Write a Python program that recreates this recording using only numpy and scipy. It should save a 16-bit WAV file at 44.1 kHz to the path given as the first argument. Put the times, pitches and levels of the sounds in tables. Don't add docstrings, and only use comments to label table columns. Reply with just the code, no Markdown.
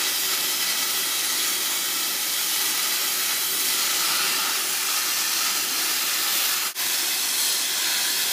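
import sys
import numpy as np
from scipy import signal
from scipy.fft import rfft, irfft
from scipy.io import wavfile

SR = 44100
rng = np.random.default_rng(int(sys.argv[2]) if len(sys.argv) > 2 else 0)


def bounce(signal):
    frames = np.transpose(np.atleast_2d(signal))
    limited = np.clip(frames, -1, 1)
    pcm = np.round(limited * 32767).astype(np.int16)
    wavfile.write(sys.argv[1], SR, pcm)


N = 366912
SIZE, HOP = 2048, 512
HZ = np.fft.rfftfreq(SIZE, 1 / SR)
T = np.arange(N // HOP + 4)[:, None] * HOP / SR
SECONDS = np.arange(N) / SR
DIP_S, DIP_FADE_S = 6.738, 0.068


def gain_of(db):
    return 10 ** (np.asarray(db) / 20)


def unit_rms(x):
    return x / np.sqrt(np.mean(x ** 2) + 1e-20)


def colour(points):
    hz, db = np.transpose(points)
    return np.interp(np.log(HZ + 1), np.log(hz + 1), db)


def bell(x, centre, width):
    return .5 ** ((2 * (x - centre) / width) ** 2)


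def patches(length_s, width_hz):
    field = rng.standard_normal((len(T), len(HZ)))
    field = signal.fftconvolve(field, bell(T, T.mean(), length_s), "same", axes=0)
    return unit_rms(signal.fftconvolve(field, bell(HZ, HZ.mean(), width_hz)[None], "same", axes=1))


def unrest(length_s=.05):
    return unit_rms(signal.fftconvolve(rng.standard_normal(T.shape), bell(T, T.mean(), length_s), "same"))


def flutter(rate_hz):
    hz = np.fft.rfftfreq(N, 1 / SR)
    return unit_rms(irfft(rfft(rng.standard_normal(N)) * (hz > 2) / (1 + (hz / rate_hz) ** 2), N))


def shaped_noise(gains):
    white = rng.standard_normal((len(T) - 1) * HOP)
    spectra = signal.stft(white, nperseg=SIZE, noverlap=SIZE - HOP)[2]
    return signal.istft(spectra * gains.T, nperseg=SIZE, noverlap=SIZE - HOP)[1][:N] * np.sqrt(SIZE / 2)


# time_s, level_db
FAN_LEVEL = [(0, -43.5), (2, -44.5), (2.7, -46), (4.25, -42.5), (5, -47), (5.5, -44), (7.45, -47),
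             (8.1, -44.5)]
# freq_hz, relative_db
FAN_EQ = [(20, -48), (50, -37), (80, -26), (108, -20), (135, -4), (200, -3), (300, 2.5), (365, 3.5),
          (420, 0), (500, -3.5), (575, 1), (670, -6.5), (1200, -16.5), (5000, -20)]
# pitch_hz, half_width_hz, average_level_db
DUCT_TONES = [(134.7, 6.2, -68.5), (193.2, 8.5, -62), (272.2, 11.6, -59), (326, 18.5, -54),
              (380.5, 6.7, -52.5)]

def fan(rush_trim_db=-0.5):
    level_db = np.interp(SECONDS, *np.transpose(FAN_LEVEL))
    rush = unit_rms(shaped_noise(gain_of(colour(FAN_EQ) + 1.3 * patches(0.18, 72))))
    freqs = np.fft.rfftfreq(N, 1 / SR)
    tones = 0
    for hz, half_width, db in DUCT_TONES:
        band = rfft(rng.standard_normal(N)) * bell(freqs, hz, 2 * half_width)
        tones += gain_of(db) * unit_rms(irfft(band, N))
    return gain_of(level_db + rush_trim_db) * rush + gain_of(level_db - level_db.mean()) * tones


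def slag(spits_per_s=140, level_db=-47):
    strength = gain_of(1.5 * np.minimum(rng.exponential(1, N), 4))
    bursts = strength * (rng.random(N) < spits_per_s / SR)
    pitch_index = rng.integers(0, 12, N)
    t = np.arange(256) / SR
    spits = np.zeros(N)
    for k, hz in enumerate(np.geomspace(1800, 12000, num=12)):
        tick = np.exp(-t / 0.00033) * (np.sin(2 * np.pi * hz * t) + .5 * rng.standard_normal(len(t)))
        spits += signal.oaconvolve(bursts * (pitch_index == k), tick)[:N]
    low_cut = signal.butter(4, 700, "highpass", fs=SR, output="sos")
    return gain_of(level_db) * unit_rms(signal.sosfilt(low_cut, spits))


# pitch_hz, width_hz, lift_db
EARLY_RING = [(886, 55, 3), (1290, 170, 5.5), (1970, 110, 7), (2240, 100, 4.5), (2610, 70, 5.5),
              (2800, 280, 0), (3090, 120, 7.5), (3327, 140, 7), (3680, 170, 1), (3915, 250, 6),
              (4220, 120, 3.5), (4250, 70, 0), (4560, 110, 0), (4730, 68, 7), (5050, 76, 1.8),
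              (5560, 71, 4.2), (5750, 120, 0.5), (6140, 100, 2.5), (6760, 200, 1)]
MIDWAY_RING = [(1266, 270, 7), (1774, 80, 5.5), (2030, 62, 1), (2440, 95, 3.7), (2750, 150, 4.5),
               (3050, 110, 3.5), (3300, 170, 2.5), (3620, 110, -1.5), (3880, 170, 0.5), (4200, 190, 4),
               (4550, 83, 3.5), (4940, 220, 3), (5430, 90, 1), (5800, 210, 0.5), (6480, 200, 0)]
LATE_RING = [(720, 56, 3), (1010, 140, 4), (1270, 130, -1.5), (1560, 63, 2.5), (1740, 63, 5.5),
             (2020, 100, 5), (2600, 90, 4.5), (2870, 110, -3.5), (3250, 100, 5.5), (3460, 160, 5),
             (3850, 150, 3.5), (4300, 150, 6.5), (5070, 62, 3), (5340, 70, 5), (5870, 72, -1),
             (6900, 300, -4), (7600, 250, 1.5)]

def gap_resonances(midway_s=3.85, crossfade_s=.5):
    early, midway, late = (sum(db * bell(HZ, hz, width) for hz, width, db in ring)
                           for ring in (EARLY_RING, MIDWAY_RING, LATE_RING))
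    blend = np.clip(.5 + (T - midway_s) / crossfade_s, 0, 1)
    return np.where(T < DIP_S, (1 - blend) * early + blend * midway, late)


# peak_s, length_s, pitch_hz, glide_hz_per_s, lift_db
EDGE_WHISTLES = [(.25, 0.6, 4840, 0, 4), (.6, 1.1, 5160, 0, 6), (1.05, .2, 3255, 0, 13),
                 (.55, 0.94, 3850, 0, -1), (1.55, 1.1, 8900, -100, 6), (2.65, 0.5, 10270, 0, 4),
                 (3.1, .9, 13300, 0, 0), (3.35, 0.62, 11500, 0, 4), (4.19, .12, 12100, 0, 5),
                 (4.8, .6, 9720, 0, 7), (5.1, 1.3, 6240, 80, 2), (5.95, .4, 12000, 500, 4),
                 (6.35, .4, 12330, 9, 4), (7.31, 0.18, 5870, 0, 7)]

def edge_tones(stray_s=0.44, stray_db=2, low_hz=4040, high_hz=13900):
    strays = [(when * N / SR, stray_s, low_hz * (high_hz / low_hz) ** pitch, 0, stray_db)
              for when, pitch in rng.random(size=(24, 2))]
    return sum(db * bell(T, peak, length) * bell(HZ, hz + glide * (T - peak), width=0.022 * hz)
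               for peak, length, hz, glide, db in list(EDGE_WHISTLES) + strays)


# peak_s, length_s, centre_hz, width_hz, lift_db
KERF_RUSHES = [(.05, .1, 1800, 700, -2), (1.1, .4, 13100, 550, -2), (1.25, .55, 10990, 480, 4),
               (1.4, 0.2, 13600, 2400, -2), (1.46, 0.077, 1900, 1400, 5), (2.15, .8, 2820, 350, -2.5),
               (3.2, 1, 3770, 350, -2), (4.19, 0.17, 1450, 130, 7.5), (4.17, 0.54, 2010, 131, 7),
               (4.2, .1, 12900, 2800, -1), (4.25, 0.42, 6450, 2400, -4.3), (4.64, .3, 12900, 2200, -2.5),
               (5.05, 0.83, 11300, 700, -3), (5.2, .7, 5800, 900, 1.5), (5.47, .16, 1310, 200, 4),
               (5.95, 0.45, 1200, 600, -3.5), (6.25, 0.52, 3720, 700, 4.5), (6.43, 0.37, 13400, 2400, 3),
               (7.42, 0.38, 8800, 3200, 2.5), (7.9, .5, 13000, 2500, -2.5), (7.93, 0.34, 1590, 250, 7.5)]

def kerf_rushes():
    return sum(db * bell(T, peak, length) * bell(HZ, hz, width)
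               for peak, length, hz, width, db in KERF_RUSHES)


# start_s, end_s, pitch_hz, width_hz, lift_db
HELD_HOWLS = [(3.65, 4.5, 4190, 110, 0), (3.78, 4.3, 9740, 330, 4), (3.88, 4.55, 1360, 260, 2.5),
              (3.896, 4.54, 900, 170, 5), (7.27, 8.4, 4170, 105, 7.5), (7.25, 8.4, 3250, 110, 4)]

def howls(rise_s=0.085, drop_s=.04):
    return sum(db * np.clip(np.minimum((T - start) / rise_s, (end - T) / drop_s), 0, 1) * bell(HZ, hz, width)
               for start, end, hz, width, db in HELD_HOWLS)


# time_s, roar_db, hiss_db, fizz_db
HAND_DRIFT = [(0, -1.3, 0.5, 1), (1.2, -0.4, 0.5, 0), (2.2, -2, -1, -1), (2.8, .9, 0.7, 0.5),
              (3.5, -0.5, -0.5, 1.5), (3.85, 2, 1.8, 0), (4.5, 1.5, -0.5, -1), (5.3, 1, 1.1, -1),
              (6.7, 1, 0.1, 1), (7.55, -1.5, 1.5, -1.5), (7.8, -2, -0.5, -2.5), (8.3, -0.5, 1.5, 0.5)]
# peak_s, length_s, lift_db, brightness_db
MELT_SURGES = [(.04, 0.15, 0.57, -3), (.33, 0.069, 0.96, -1.5), (.72, 0.17, -0.071, -1.5),
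               (.92, 0.13, -0.35, 0.3), (1.46, 0.1, 1.6, 0), (2.53, 0.2, 1.3, 1), (3.32, 0.056, 0.9, -1.5),
               (3.55, 0.17, -0.63, 1.7), (3.7, .11, 0.75, 1), (4.19, 0.27, 1.8, -1.5),
               (4.48, 0.092, 1.8, -1.5), (4.68, 0.16, -1.4, 1), (4.95, 0.14, .9, 0), (5.47, .12, 1.3, -1.5),
               (5.68, 0.31, -0.93, 0.5), (6.35, 0.081, 1.4, 0.5), (6.46, 0.17, 1.8, 0.5),
               (6.62, 0.16, -1.2, -1.2), (7.22, 0.077, -0.67, 0.5), (7.45, 0.18, 1.3, 1.5),
               (7.92, 0.28, 2.6, -1.6)]
ROAR_DB, HISS_DB, FIZZ_DB = -33.5, -27.5, -30.5

def swells():
    times, *drifts = np.transpose(HAND_DRIFT)
    surge_db = 0.22 * unrest() + sum(db * bell(T, peak, length) for peak, length, db, _ in MELT_SURGES)
    bright_db = sum(db * bell(T, peak, length) for peak, length, _, db in MELT_SURGES)
    tilted = (ROAR_DB - bright_db, HISS_DB, FIZZ_DB + bright_db)
    return [base_db + np.interp(T, times, drift_db) + surge_db + 0.14 * unrest()
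            for base_db, drift_db in zip(tilted, drifts)]


def sizzle(from_hz=8200):
    flare_db = 0.96 * patches(length_s=0.038, width_hz=1000)
    wander_db = .6 * patches(length_s=.2, width_hz=300)
    return (flare_db + wander_db) / (1 + (from_hz / (HZ + 1)) ** 4)


# freq_hz, relative_db
JET_EQ = [(60, -60), (150, -53), (400, -18.5), (650, -12.5), (800, -5), (1080, -9), (1250, -4.5),
          (2200, -3), (3300, -3), (5000, -1.5), (6800, -2), (7600, -4), (8500, -6), (10000, -5),
          (11500, -5.5), (12900, -6.5), (14100, -4.5), (15200, -7)]

def jet():
    ripple_db = 1.3 * patches(.3, 25) + 1.15 * patches(.06, 110)
    passing_db = sizzle() + edge_tones() + kerf_rushes() + howls()
    gains = gain_of(colour(JET_EQ) + gap_resonances() + ripple_db + passing_db)
    bands_hz = [(700, 2600), (3000, 8000), (10000, 15300)]
    blend_hz = [1900, 3760, 6200, 10900]
    shares = [[1, 0, 0, 0], [0, 1, 1, 0], [0, 0, 0, 1]]
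    swell_db = 0
    for level_db, (low, high), share in zip(swells(), bands_hz, shares):
        band_db = 10 * np.log10((gains[:, (HZ > low) & (HZ < high)] ** 2).sum(1, keepdims=True))
        swell_db += (level_db - band_db) * np.interp(HZ, blend_hz, share)
    sputter_db = 0.38 * flutter(rate_hz=23) + 0.41 * flutter(rate_hz=240)
    return shaped_noise(gains * gain_of(swell_db)) * gain_of(sputter_db)


def scene():
    centre = jet() + slag() + fan()
    return np.array([centre, centre])


def record(dry):
    dip = np.clip(abs(SECONDS - DIP_S) / DIP_FADE_S, .02, 1)
    high_cut = signal.firwin(801, cutoff=15400, window=("kaiser", 8), fs=SR)
    return signal.oaconvolve(dry * dip, high_cut[None], "same")


dry = scene()
out = record(dry)
bounce(out)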